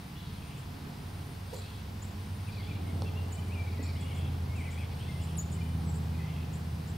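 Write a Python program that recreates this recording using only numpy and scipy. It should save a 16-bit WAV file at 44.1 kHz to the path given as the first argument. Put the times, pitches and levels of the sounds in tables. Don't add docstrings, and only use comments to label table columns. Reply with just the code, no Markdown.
import sys
import numpy as np
from scipy import signal
from scipy.fft import rfft, irfft, next_fast_len
from scipy.io import wavfile

SR = 44100
rng = np.random.default_rng(int(sys.argv[2]) if len(sys.argv) > 2 else 0)


def attenuation_scalar(level_db):
    decades = np.asarray(level_db, float) / 20
    return 10 ** decades


def generate_wav(signal):
    frames = np.transpose(np.atleast_2d(signal))
    scaled = np.clip(frames, -1, 1) * 32767
    pcm = np.round(scaled).astype(np.int16)
    wavfile.write(sys.argv[1], SR, pcm)


N = 307377
SIDES = np.array([[1], [-1]])

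# (frequency [Hz], level [dB per Hz])
AIR_COLOUR = [(590, -24), (1000, 0), (1220, -4), (4920, -8.5), (7030, -17.5), (9040, -16), (15500, -18)]
# (frequency [Hz], left minus right [dB])
NOISE_LEAN = [(60, -0.5), (110, -.3), (200, -1.5), (380, -2.5), (700, -.5), (1290, -1.5), (2380, 1),
              (4400, 2), (8120, .5), (15000, 0.5)]
# (frequency [Hz], side minus mid [dB])
NOISE_WIDTH = [(30, -21), (60, -31), (110, -27), (200, -13.5), (380, -3.5), (700, -2), (1290, -1.5),
               (2380, -2), (4400, -8), (8120, -3.5), (15000, -13.5)]
# (frequency [Hz], level [dB per Hz])
TRAFFIC_COLOUR = [(40, -51), (100, -15), (150, 5), (220, 2.5), (300, -3.5), (480, -12.5), (800, -50)]
# (time [s], rise [dB])
TRAFFIC_SURGES = [
    (.8, 9.5),
    (2.95, 11.5),
    (4.15, 4),
    (5.1, 4),
    (6.15, 6),
]
# (time [s], frequency [Hz], level [dB])
MOWER_BLADE = [(0, 92.9, -53), (.9, 93, -49.5), (1.3, 94.5, -46.5), (1.6, 96, -43.5), (1.9, 96.5, -47),
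               (2.2, 98, -42.5), (2.6, 104.4, -42.5), (3.5, 102.8, -44.5), (5, 104.6, -50),
               (7, 104.3, -49.5)]
# (frequency [Hz], level [dB])
MOTOR_WHINE = [(700.8, -69), (840, -70)]

# (time [s], frequency [Hz])
SHAFT_SPEED = [(0, 18.12), (1.3, 18.15), (2, 18.02), (2.75, 17.82), (3.5, 17.45), (4.25, 16.95), (5, 16.62),
               (5.75, 16.37), (6.97, 16.08)]
# (time [s], level [dB])
PASS_SWELL = [(0, -2), (.7, -1), (1.15, 0.5), (1.7, -2), (2.1, 3), (2.5, -3.5), (3.2, 1), (4.2, 1),
              (4.9, -1.5), (5.3, -1), (5.95, 3), (6.3, -3), (6.97, -2)]
# (time [s], left minus right [dB])
PASS_POSITION = [(0, -0.5), (2, -1), (3.5, -0.5), (4.8, -.1), (6.1, -0.4), (6.97, -.3)]
# (multiple, level before [dB], level after [dB], time of change [s], later sink [dB per s])
STRONG_ORDERS = [
    (5, -49.5, -37, 2.25, 0.1),
    (8, -48.5, -59, 1.98, 0),
    (8, -71, -42, 3.7, 1.5),
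    (10, -59, -41, 5.02, 0.3),
    (15, -64.5, -49.5, 5.52, 4.5),
]
# (multiple, level when far [dB], level when near [dB])
WEAK_ORDERS = [(2, -62, -70), (3, -57, -62.5), (4, -52, -67), (6, -60.5, -47.5), (7, -59, -52),
               (9, -58, -54), (11, -66.5, -56.5), (12, -60.5, -54.5), (13, -65, -58), (14, -65, -72),
               (16, -77, -91), (17, -69, -88)]
# (multiple, time [s], half length [s], level [dB])
ORDER_FLARES = [(8.5, 2.86, 0.65, -50), (16, 2.94, 0.25, -55), (11, 2.84, 0.31, -53.5),
                (15, 4.37, 0.52, -56), (7, 3.05, 0.69, -52), (7, 0.61, 0.35, -54), (15, 0.91, 0.19, -55),
                (13, 0.83, 0.23, -53), (11.5, 2.23, .35, -53), (10, 4.2, 0.35, -53.5),
                (9, 6.26, 0.33, -47.5), (11, 6.3, 0.5, -53.5), (25, 3.08, 0.32, -59), (10, .3, 0.23, -52.5),
                (11, .35, .25, -54), (4, .6, .3, -50), (8, .9, .25, -49), (8, 1.75, .15, -49),
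                (10, .9, .2, -54), (10, 4.75, .2, -52)]
# (frequency [Hz], level [dB per Hz])
ROAR_COLOUR = [(12, -42), (20, -10.5), (43, -18.5), (70, -2), (92, -3), (159, -5), (257, -12.5), (350, -18),
               (422, -16.5), (565, -23), (837, -20.5), (912, -24.5), (1200, -30.5), (1560, -36),
               (2640, -120)]
BLADE_ORDER = 5

# (start [s], end [s], first pitch [Hz], level [dB], rate [notes per s])
TRILL_RUNS = [(0, 0.097, 9000, -66, 30), (.33, .6, 9000, -63.5, 29), (0.949, 1.335, 9080, -65, 35),
              (1.459, 1.753, 8800, -61.5, 29), (2.17, 2.45, 9100, -66, 48), (2.805, 3.05, 8720, -63, 35),
              (3.22, 3.593, 8720, -64, 37), (3.834, 4.2, 8800, -64, 35), (4.548, 4.8, 8740, -61.5, 39),
              (4.951, 5.3, 8700, -60, 29), (5.241, 5.33, 9850, -64, 40), (5.499, 5.85, 9000, -64, 30),
              (6.519, 6.78, 8700, -65, 27)]
# (start [s], end [s], first pitch [Hz], last pitch [Hz], level [dB])
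WARBLE_PHRASES = [(.147, .235, 2950, 2960, -59), (.16, .22, 3250, 4300, -56), (0.22, .305, 3500, 3800, -61),
                  (.31, 0.378, 4450, 3800, -63), (.365, .435, 3450, 2350, -57.5),
                  (0.441, .5, 2350, 2350, -62), (0.45, .56, 2550, 2650, -64), (.5, .55, 2700, 3400, -58),
                  (.555, 0.54, 3300, 2600, -61), (1.61, 1.66, 2600, 2600, -56),
                  (1.655, 1.69, 2650, 3650, -56), (1.7, 1.79, 3350, 3350, -62),
                  (1.77, 1.81, 2600, 2800, -61), (1.52, 1.62, 4250, 3900, -58),
                  (1.58, 1.64, 3600, 3500, -62), (2.5, 2.56, 4900, 5300, -62), (2.6, 2.64, 3400, 3380, -59),
                  (2.73, 2.78, 2300, 2300, -59), (2.85, 2.92, 2148, 2100, -59),
                  (2.532, 2.61, 4400, 3900, -60), (2.59, 2.65, 3000, 3500, -60),
                  (2.75, 2.8, 2750, 2700, -56), (3.1, 2.89, 2300, 2550, -60),
                  (3.635, 3.68, 3450, 4000, -59), (3.67, 3.76, 4000, 3950, -63),
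                  (4.155, 4.22, 3400, 3150, -54), (3.99, 4.1, 3400, 3300, -61),
                  (3.83, 3.92, 2450, 2260, -54), (3.77, 3.84, 2500, 2400, -59),
                  (3.93, 3.99, 2100, 2300, -56), (3.81, 3.86, 2000, 2000, -58),
                  (4.681, 4.85, 3360, 3420, -63.5), (4.58, 4.88, 2300, 2400, -59),
                  (3.039, 3.14, 3400, 3200, -60), (4.985, 5.05, 2880, 3580, -54),
                  (5.05, 5.119, 3500, 3500, -59), (5.13, 5.158, 3250, 3250, -56),
                  (4.99, 5.02, 2700, 3050, -60), (5.025, 5.06, 2600, 2650, -59),
                  (5.16, 5.23, 2600, 3010, -58), (5.22, 5.33, 3000, 3000, -60),
                  (6.17, 6.195, 3400, 3500, -57), (6.27, 6.305, 2680, 2950, -58),
                  (6.3, 6.35, 2750, 2800, -59), (6.345, 6.36, 3200, 3200, -56),
                  (6.3, 6.36, 3250, 3200, -61), (6.349, 6.45, 2600, 2600, -59),
                  (6.26, 6.34, 2200, 2200, -57), (6.141, 6.239, 2440, 2600, -60)]
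# (start [s], end [s], first pitch [Hz], last pitch [Hz], level [dB])
CHATTER_PHRASES = [(2.46, 2.8, 4200, 3500, -60), (2.6, 2.97, 3000, 2900, -62.5),
                   (3.7, 4.0, 4300, 4600, -64), (3.81, 3.94, 4800, 4700, -59),
                   (4.98, 5.17, 3100, 3500, -61), (5.15, 5.35, 2700, 2800, -61),
                   (6.2, 6.45, 2800, 2600, -62), (4, 4.32, 3000, 2900, -59), (1.49, 1.68, 4050, 3900, -58),
                   (3.62, 3.78, 4500, 4600, -64.5), (.16, .36, 3600, 4000, -65),
                   (1.64, 1.82, 3500, 3700, -63), (4.56, 4.9, 2500, 2500, -62),
                   (4.65, 5.3, 4900, 4700, -67), (.45, .62, 2800, 2900, -64)]
# (start [s], level [dB], second half [dB], upswing depth [0-1], first downstroke [dB])
CHIP_CALLS = [(.566, -62, -2, 0.7, -8), (1.558, -53, -5, 0.7, -10), (2.016, -52.5, -6, 0.9, -14),
              (3.319, -51, -5, 0.99, -8), (3.825, -52, -5, 0.6, -3), (4.006, -57.5, -5, 1, 13),
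              (4.14, -65, 5, .8, -8), (4.558, -60, 0, 1, 2), (4.704, -57.5, 1, 0.95, -1),
              (5.209, -59.5, 1.5, 0.8, -1), (5.517, -55, -1, 1, 9), (5.935, -57, 3, 1, -1),
              (6.529, -55.5, 0, 1, -.5), (6.869, -60, 1, 1, -3)]
# (time [s], frequency [Hz])
CHIP_SHAPE = [(0, 8870), (.007, 6916), (.013, 6970), (.019, 8240), (0.025, 9020), (0.028, 7880),
              (.037, 7160), (0.043, 8500)]
# (time [s], left minus right [dB])
CHIP_PERCH = [(5.3, 2), (6.0, -1.2)]
# (time [s], frequency [Hz], level [dB])
SEEP_CALL = [(5.85, 7950, -71), (5.87, 7900, -64), (5.9, 7680, -54.5), (5.93, 7500, -72)]
# (time [s], frequency [Hz], level [dB])
ALARM_CALL = [
    (5.364, 10900, -66),
    (5.368, 11200, -57),
    (5.373, 9800, -49),
    (5.379, 8100, -45),
    (5.384, 7250, -41),
    (5.389, 6880, -39),
    (5.396, 6750, -39),
    (5.41, 6980, -45),
    (5.421, 7200, -52),
]

# (start [s], length [s], first pitch [Hz], last pitch [Hz], level [dB])
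THRUSH_SLURS = [(2.468, 0.024, 2760, 2420, -54.5), (2.487, 0.019, 2420, 2370, -53),
                (2.555, 0.043, 2600, 2160, -52), (2.705, 0.022, 2450, 2330, -48),
                (3.492, .02, 2220, 2300, -54), (3.508, 0.042, 2305, 2910, -49.5),
                (3.55, 0.024, 2480, 2360, -49.5), (3.572, .053, 2370, 2330, -47),
                (3.63, .025, 2300, 2400, -55), (3.705, 0.05, 2250, 2560, -57),
                (3.725, 0.042, 2300, 2160, -60), (3.956, .025, 2730, 3350, -55),
                (3.985, .03, 3400, 3300, -57), (4.03, 0.068, 2750, 2990, -56),
                (4.481, 0.071, 2150, 2190, -56.5), (4.535, .03, 2450, 2300, -58),
                (4.62, .03, 2485, 2200, -54), (4.553, 0.075, 2790, 2000, -49.5),
                (4.651, 0.054, 2620, 1940, -49.5), (4.647, 0.043, 1995, 2050, -53),
                (5.082, 0.035, 2110, 2100, -51.5), (2.593, 0.034, 2150, 2100, -53),
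                (2.665, 0.04, 2215, 2680, -51.5), (4.1, 0.045, 3400, 2590, -57),
                (4.7, .05, 3000, 3230, -67), (4.762, 0.0366, 2153, 2680, -50),
                (4.796, .045, 2680, 2145, -50), (4.105, 0.029, 2350, 2150, -55),
                (4.155, .045, 2120, 2260, -57), (6.187, 0.029, 2090, 1940, -52),
                (6.217, 0.0409, 1954, 2110, -54), (3.085, .015, 2400, 1900, -58),
                (2.525, 0.021, 2350, 2600, -57)]
# (start [s], length [s], pitch at ends [Hz], pitch at turn [Hz], level [dB])
THRUSH_BENDS = [
    (3.049, 0.046, 2570, 2720, -50.5),
    (3.155, 0.049, 2640, 2800, -51.5),
    (3.663, .035, 2010, 2330, -51),
    (3.773, .05, 2130, 1938, -52.5),
]
# (start [s], length [s], frequency [Hz], level [dB])
THROBBING_NOTES = [(3.3, 0.069, 2960, -63), (3.38, .025, 3010, -54), (3.42, .11, 2980, -67),
                   (5.544, .03, 3000, -60), (5.6, 0.089, 3004, -60), (5.71, .025, 3000, -62),
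                   (5.119, 0.056, 2065, -60)]
# (time [s], frequency [Hz], level [dB])
STUTTERED_PIPS = [(3.09, 2440, -56), (3.22, 2730, -61), (3.335, 2400, -54), (3.38, 2390, -54),
                  (3.43, 2390, -53), (5.575, 2410, -55), (5.59, 2100, -53), (5.618, 2394, -48.5),
                  (5.665, 2396, -59), (5.71, 2380, -64), (6.15, 2464, -56), (5.05, 2670, -55),
                  (5.16, 2050, -56), (2.9, 2170, -55)]

# (time [s], level [dB])
SWING_LEVEL = [
    (1.42, -76),
    (1.5, -52),
    (1.524, -52),
    (1.538, -39.5),
    (1.553, -49.5),
    (1.6, -53),
    (1.625, -77),
]
# (frequency [Hz], level [dB per Hz])
SWISH_COLOUR = [(250, -15), (400, 12), (520, 16), (680, 4), (1000, -1), (1300, -24), (4000, -50)]
# (frequency [Hz], level [dB per Hz])
GRASS_COLOUR = [(800, -27), (2000, 2), (6000, 4), (11000, 1), (15000, -4)]
# (frequency [Hz], level [dB], T60 [s])
TURF_BRUSH = (1.536, 0.0037, [(524, -37, 0.03), (312, -32, 0.03), (620, -33, 0.033), (960, -34, .03)])
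# (frequency [Hz], level [dB], T60 [s])
TURF_SETTLES = (1.553, .006, [(420, -37.5, .12), (488, -42, .1)])
# (frequency [Hz], level [dB], T60 [s])
CLUB_TICK = (3.0209, .0001, [(4300, -29.5, .006), (3600, -35, .005), (5200, -35, .007), (9000, -37, .003),
             (7000, -40, .003)])
# (frequency [Hz], level [dB], T60 [s])
CLUB_CLICK = (3.0206, .0004, [(760, -26.5, .014), (560, -30, .022), (930, -32, .011)])
# (frequency [Hz], level [dB], T60 [s])
TURF_THUD = (3.7918, .001, [(400, -26.5, .022)])
# (frequency [Hz], level [dB], T60 [s])
TURF_BOUNCE = (3.7966, .001, [(265, -24, .045), (540, -30.5, .018), (370, -28, .03)])

WOODS_T60_S, THICKET_T60_S = 0.65, 0.095


def rms_one(x):
    return x / np.sqrt(np.mean(x ** 2) + 1e-20)


def in_time(rows):
    s, *columns = np.transpose(rows)
    return [np.interp(np.arange(N) / SR, s, column) for column in columns]


def at_hz(points, hz):
    point_hz, db = np.transpose(points)
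    return np.interp(np.log(hz), np.log(point_hz), db)


def pan(left_minus_right_db):
    return attenuation_scalar(SIDES * left_minus_right_db / 2)


def drift(rate):
    r = np.exp(-80 * np.pi * rate / SR)
    noise = rng.standard_normal(N // 40 + 2002)
    slow = rms_one(signal.lfilter([1], [1, -2 * r, r * r], noise)[2000:])
    return np.interp(np.arange(N) / 40, np.arange(len(slow)), slow)


def coloured(spectrum):
    hz = np.maximum(np.fft.rfftfreq(N, 1 / SR), 1)
    mid, side = rfft(rng.standard_normal((2, N)))
    pair = mid + attenuation_scalar(at_hz(NOISE_WIDTH, hz)) * side * SIDES
    return rms_one(irfft(pair * pan(at_hz(NOISE_LEAN, hz)) * attenuation_scalar(at_hz(spectrum, hz)), N))


def add(out, rows, pan_db=0, octave_db=-60, fade_s=0.00071):
    s, hz, db = np.transpose(rows)
    at = np.arange(max(round(s[0] * SR), 0), min(round(s[-1] * SR), N))
    t = at / SR
    pitch_hz = np.interp(t, s, hz)
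    phase = 2 * np.pi * np.cumsum(pitch_hz) / SR
    ends = np.clip(np.minimum(t - s[0], s[-1] - t) / fade_s, 0, 1)
    octave = attenuation_scalar(octave_db) * (pitch_hz < SR / 6) * np.sin(2 * phase)
    tone = np.sin(phase) + octave
    out[:, at] += np.sqrt(2) * attenuation_scalar(np.interp(t, s, db)) * ends * tone * pan(pan_db)


def woods(x, t60_s, gap_s):
    t, out = np.arange(SR // 2) / SR, 0
    leaf_share, leaves_per_s = 0.7, 39
    for _ in range(3):
        mid, side = rng.standard_normal((2, len(t))) * attenuation_scalar(-60 * t / t60_s) * (t > gap_s)
        tail = (mid + attenuation_scalar(-10.0) * side * SIDES) / np.sqrt(3 * np.sum(mid ** 2))
        flicker = np.sqrt(1 - leaf_share ** 2) + leaf_share * drift(leaves_per_s)
        out = out + flicker * signal.fftconvolve(x, tail, axes=1)[:, :N]
    return out


def air():
    return attenuation_scalar(-53.0 + 0.21 * drift(4.3)) * coloured(AIR_COLOUR)


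def traffic():
    t = np.arange(N) / SR
    surge_db = sum(db * np.exp(-((t - s) / 0.18) ** 2) for s, db in TRAFFIC_SURGES)
    return attenuation_scalar(-59 + surge_db + 2.0 * drift(3.9)) * coloured(TRAFFIC_COLOUR)


def mower():
    blade_hz, blade_db = in_time(MOWER_BLADE)
    blade_phase = 2 * np.pi * np.cumsum(blade_hz) / SR + 0.31 * drift(1.5)
    blade = attenuation_scalar(blade_db + 0.34 * drift(7.5)) * np.sin(blade_phase)
    t = np.arange(N) / SR
    whine = sum(attenuation_scalar(db) * np.sin(2 * np.pi * hz * t + .5 * drift(8.6)) for hz, db in MOTOR_WHINE)
    return np.sqrt(2) * (blade * pan(in_time(PASS_POSITION)[0]) + whine)


def aircraft():
    t, swell_db = np.arange(N) / SR, in_time(PASS_SWELL)[0]
    turns = 2 * np.pi * np.cumsum(in_time(SHAFT_SPEED)[0]) / SR
    near = np.interp(t, [2.0, 5.5], [0, 1])

    def turned(s):
        return .5 + .5 * np.tanh((t - s) / 0.18)

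    orders = []
    for k, before_db, after_db, s, sink_db in STRONG_ORDERS:
        db = before_db + turned(s) * (after_db - before_db) - sink_db * np.maximum(t - s, 0)
        orders.append((k, db + (k == BLADE_ORDER) * swell_db))
    for k, far_db, near_db in WEAK_ORDERS:
        orders.append((k, far_db + near * (near_db - far_db)))
    for k, s, half_s, db in ORDER_FLARES:
        orders.append((k, db - 6 * ((t - s) / half_s) ** 2))

    drone = np.zeros((2, N))
    for k, db in orders:
        waver = 0.18 * drift(4.3) + rng.uniform(0, 2 * np.pi)
        apart = 0.0016 * k ** 1.62 * drift(1.5) * SIDES
        drone += attenuation_scalar(db + 1.23 * drift(4.6)) * np.sin(k * turns + waver + apart)
    roar_db = -51 + turned(2.41) * 4 + 0.53 * swell_db
    roar = attenuation_scalar(roar_db + 4.5 + 0.72 * drift(1.7)) * coloured(ROAR_COLOUR)
    return np.sqrt(2) * drone * pan(in_time(PASS_POSITION)[0]) + roar


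def twitter(phrases, spread_hz, step_s):
    out = np.zeros((2, N))
    for start, end, first_hz, last_hz, db in phrases:
        luck = rng.uniform(-1.004, 1, (320, 3))
        slope = (last_hz - first_hz) / (end - start)
        for s, (place, sweep, loud) in zip(np.arange(start - .005, end - .012, step_s), luck):
            hz = first_hz + slope * (s + .01 - start) + spread_hz * place
            swing_hz = 0.602 * spread_hz * sweep + 0.0092 * slope
            along = 2 * (s + 0.012 - start) / (end - start) - 1
            level_db = db + 2.4 * loud - 5.5 * along ** 2
            add(out, [(s, hz - swing_hz, level_db), (s + .018, hz + swing_hz, level_db)], fade_s=0.0044)
    return out


def trills():
    out = np.zeros((2, N))
    for start, end, first_hz, db, per_s in TRILL_RUNS:
        luck = rng.normal(0, 1, (24, 2))
        for s, (wobble, loud) in zip(np.arange(start, end, 1 / per_s), luck):
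            hz = first_hz + 290 * (s - start) + 100 * wobble
            note = [(s, hz - 200, db + 1.2 * loud), (s + 0.0201, hz + 200, db + 1.3 * loud)]
            add(out, note, pan_db=-3.0)
    return out


def warblers():
    phrases = WARBLE_PHRASES
    out = attenuation_scalar(-2.5) * twitter(phrases, spread_hz=149, step_s=.008)
    for start, end, first_hz, last_hz, db in phrases:
        add(out, [(start, first_hz, db - 1.5), (end, last_hz, db - 1.5)], fade_s=.008)
    return out * attenuation_scalar(2.8 * drift(60))


def far_birds():
    high, song = trills(), warblers()
    haze = twitter(CHATTER_PHRASES, spread_hz=801, step_s=.0022)
    blurred = attenuation_scalar(-3.0) * high + attenuation_scalar(-7.0) * song + attenuation_scalar(-5.5) * haze
    return attenuation_scalar(-5.5) * high + attenuation_scalar(-5.5) * song + woods(blurred, THICKET_T60_S, gap_s=0.0012)


def near_birds():
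    out, hidden = np.zeros((2, 2, N))
    lag, hz = np.transpose(CHIP_SHAPE)
    late, low_hz = lag > .016, hz.min()
    for s, db, late_db, depth, first_db in CHIP_CALLS:
        pan_db = np.interp(s, *np.transpose(CHIP_PERCH))
        shape_hz = np.where(late, low_hz + depth * (hz - low_hz), hz)
        uneven_db = rng.normal(0, 1.0, len(lag)) - 1.4 * (shape_hz - low_hz) / 1000
        level_db = db + late_db * late + first_db * (lag < .005) + uneven_db
        direct_db = level_db + 0.7 * (db + 51.0)
        hidden_db = level_db - 6.5 - .45 * (db + 51.0)
        add(out, np.transpose([s + lag, shape_hz, direct_db]), pan_db, fade_s=0.0014)
        add(hidden, np.transpose([s + lag, shape_hz, hidden_db]), pan_db, fade_s=0.001)
    out *= attenuation_scalar(0.51 * drift(100))
    out += woods(hidden, THICKET_T60_S, gap_s=.001)
    add(out, SEEP_CALL, pan_db=7.0)
    return out


def alarm():
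    out = np.zeros((2, N))
    add(out, ALARM_CALL, pan_db=3.0, octave_db=-17)
    return out + attenuation_scalar(-13.0) * woods(out, THICKET_T60_S, gap_s=.004)


def thrush():
    out, u = np.zeros((2, N)), np.linspace(0, 1, num=33)
    for s, length, first_hz, last_hz, db in THRUSH_SLURS:
        slur_hz = first_hz + (last_hz - first_hz) * u
        shape_db = np.interp(u, [0, 0.51, 1], [-5.5, 0, -4.5])
        add(out, np.transpose([s + length * u, slur_hz, db + shape_db]), pan_db=5.0)
    for s, length, end_hz, turn_hz, db in THRUSH_BENDS:
        away = (2 * u - 1) ** 2
        bend_hz = turn_hz + (end_hz - turn_hz) * away
        add(out, np.transpose([s + length * u, bend_hz, db - 6.5 * away]), pan_db=5.5)
    for s, length, hz, db in THROBBING_NOTES:
        throb_db = -np.cos(2 * np.pi * 33 * length * u)
        add(out, np.transpose([s + length * u, hz + 0 * u, db + throb_db]), pan_db=6.0, fade_s=0.01)
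    for s, hz, db in STUTTERED_PIPS:
        add(out, [(s - .011, hz + 40, db), (s + 0.012, hz - 40, db)], pan_db=5.0, fade_s=0.01)
    return out * attenuation_scalar(1.3 * drift(70))


def knock(s, rise_s, modes):
    t = np.maximum(np.arange(N) / SR - s, 0)
    rings = sum(attenuation_scalar(db - 60 * t / t60) * np.sin(2 * np.pi * hz * t) for hz, db, t60 in modes)
    return rings * (1 - np.exp(-t / rise_s)) ** 2


def club():
    swing = attenuation_scalar(in_time(SWING_LEVEL)[0] - 2.5 + 1.6 * drift(100)) * coloured(SWISH_COLOUR)
    lag = np.arange(N) / SR - 1.548
    cut_db = -52 + np.minimum(480 * lag, -520 * lag)
    grass = attenuation_scalar(cut_db + 4.0 * drift(300)) * coloured(GRASS_COLOUR)
    knocks = knock(*TURF_BRUSH) + knock(*TURF_SETTLES) + knock(*CLUB_TICK) + knock(*CLUB_CLICK)
    knocks += knock(*TURF_BOUNCE) - knock(*TURF_THUD)
    return swing + grass + knocks * pan(-1.2)


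def scene():
    far, near, call, song, iron = far_birds(), near_birds(), alarm(), thrush(), club()
    sent = attenuation_scalar(-7.5) * song + attenuation_scalar(-10.0) * near + attenuation_scalar(-12.5) * call + attenuation_scalar(-5.5) * far + attenuation_scalar(-7.5) * iron
    echo = woods(sent, WOODS_T60_S, gap_s=.012)
    background = air() + traffic() + mower() + aircraft()
    return background + attenuation_scalar(-4.0) * far + near + call + attenuation_scalar(-2.1) * song + iron + echo


def roll_off(x):
    return signal.sosfilt(signal.butter(12, 16800, fs=SR, output="sos"), x)


def record(dry):
    size = next_fast_len(N + SR // 10)
    passed = np.fft.rfftfreq(size, 1 / SR) < 15725
    mix = irfft(rfft(dry, size) * passed, size)[:, :N]
    return roll_off(mix)


dry = scene()
out = record(dry)
generate_wav(out)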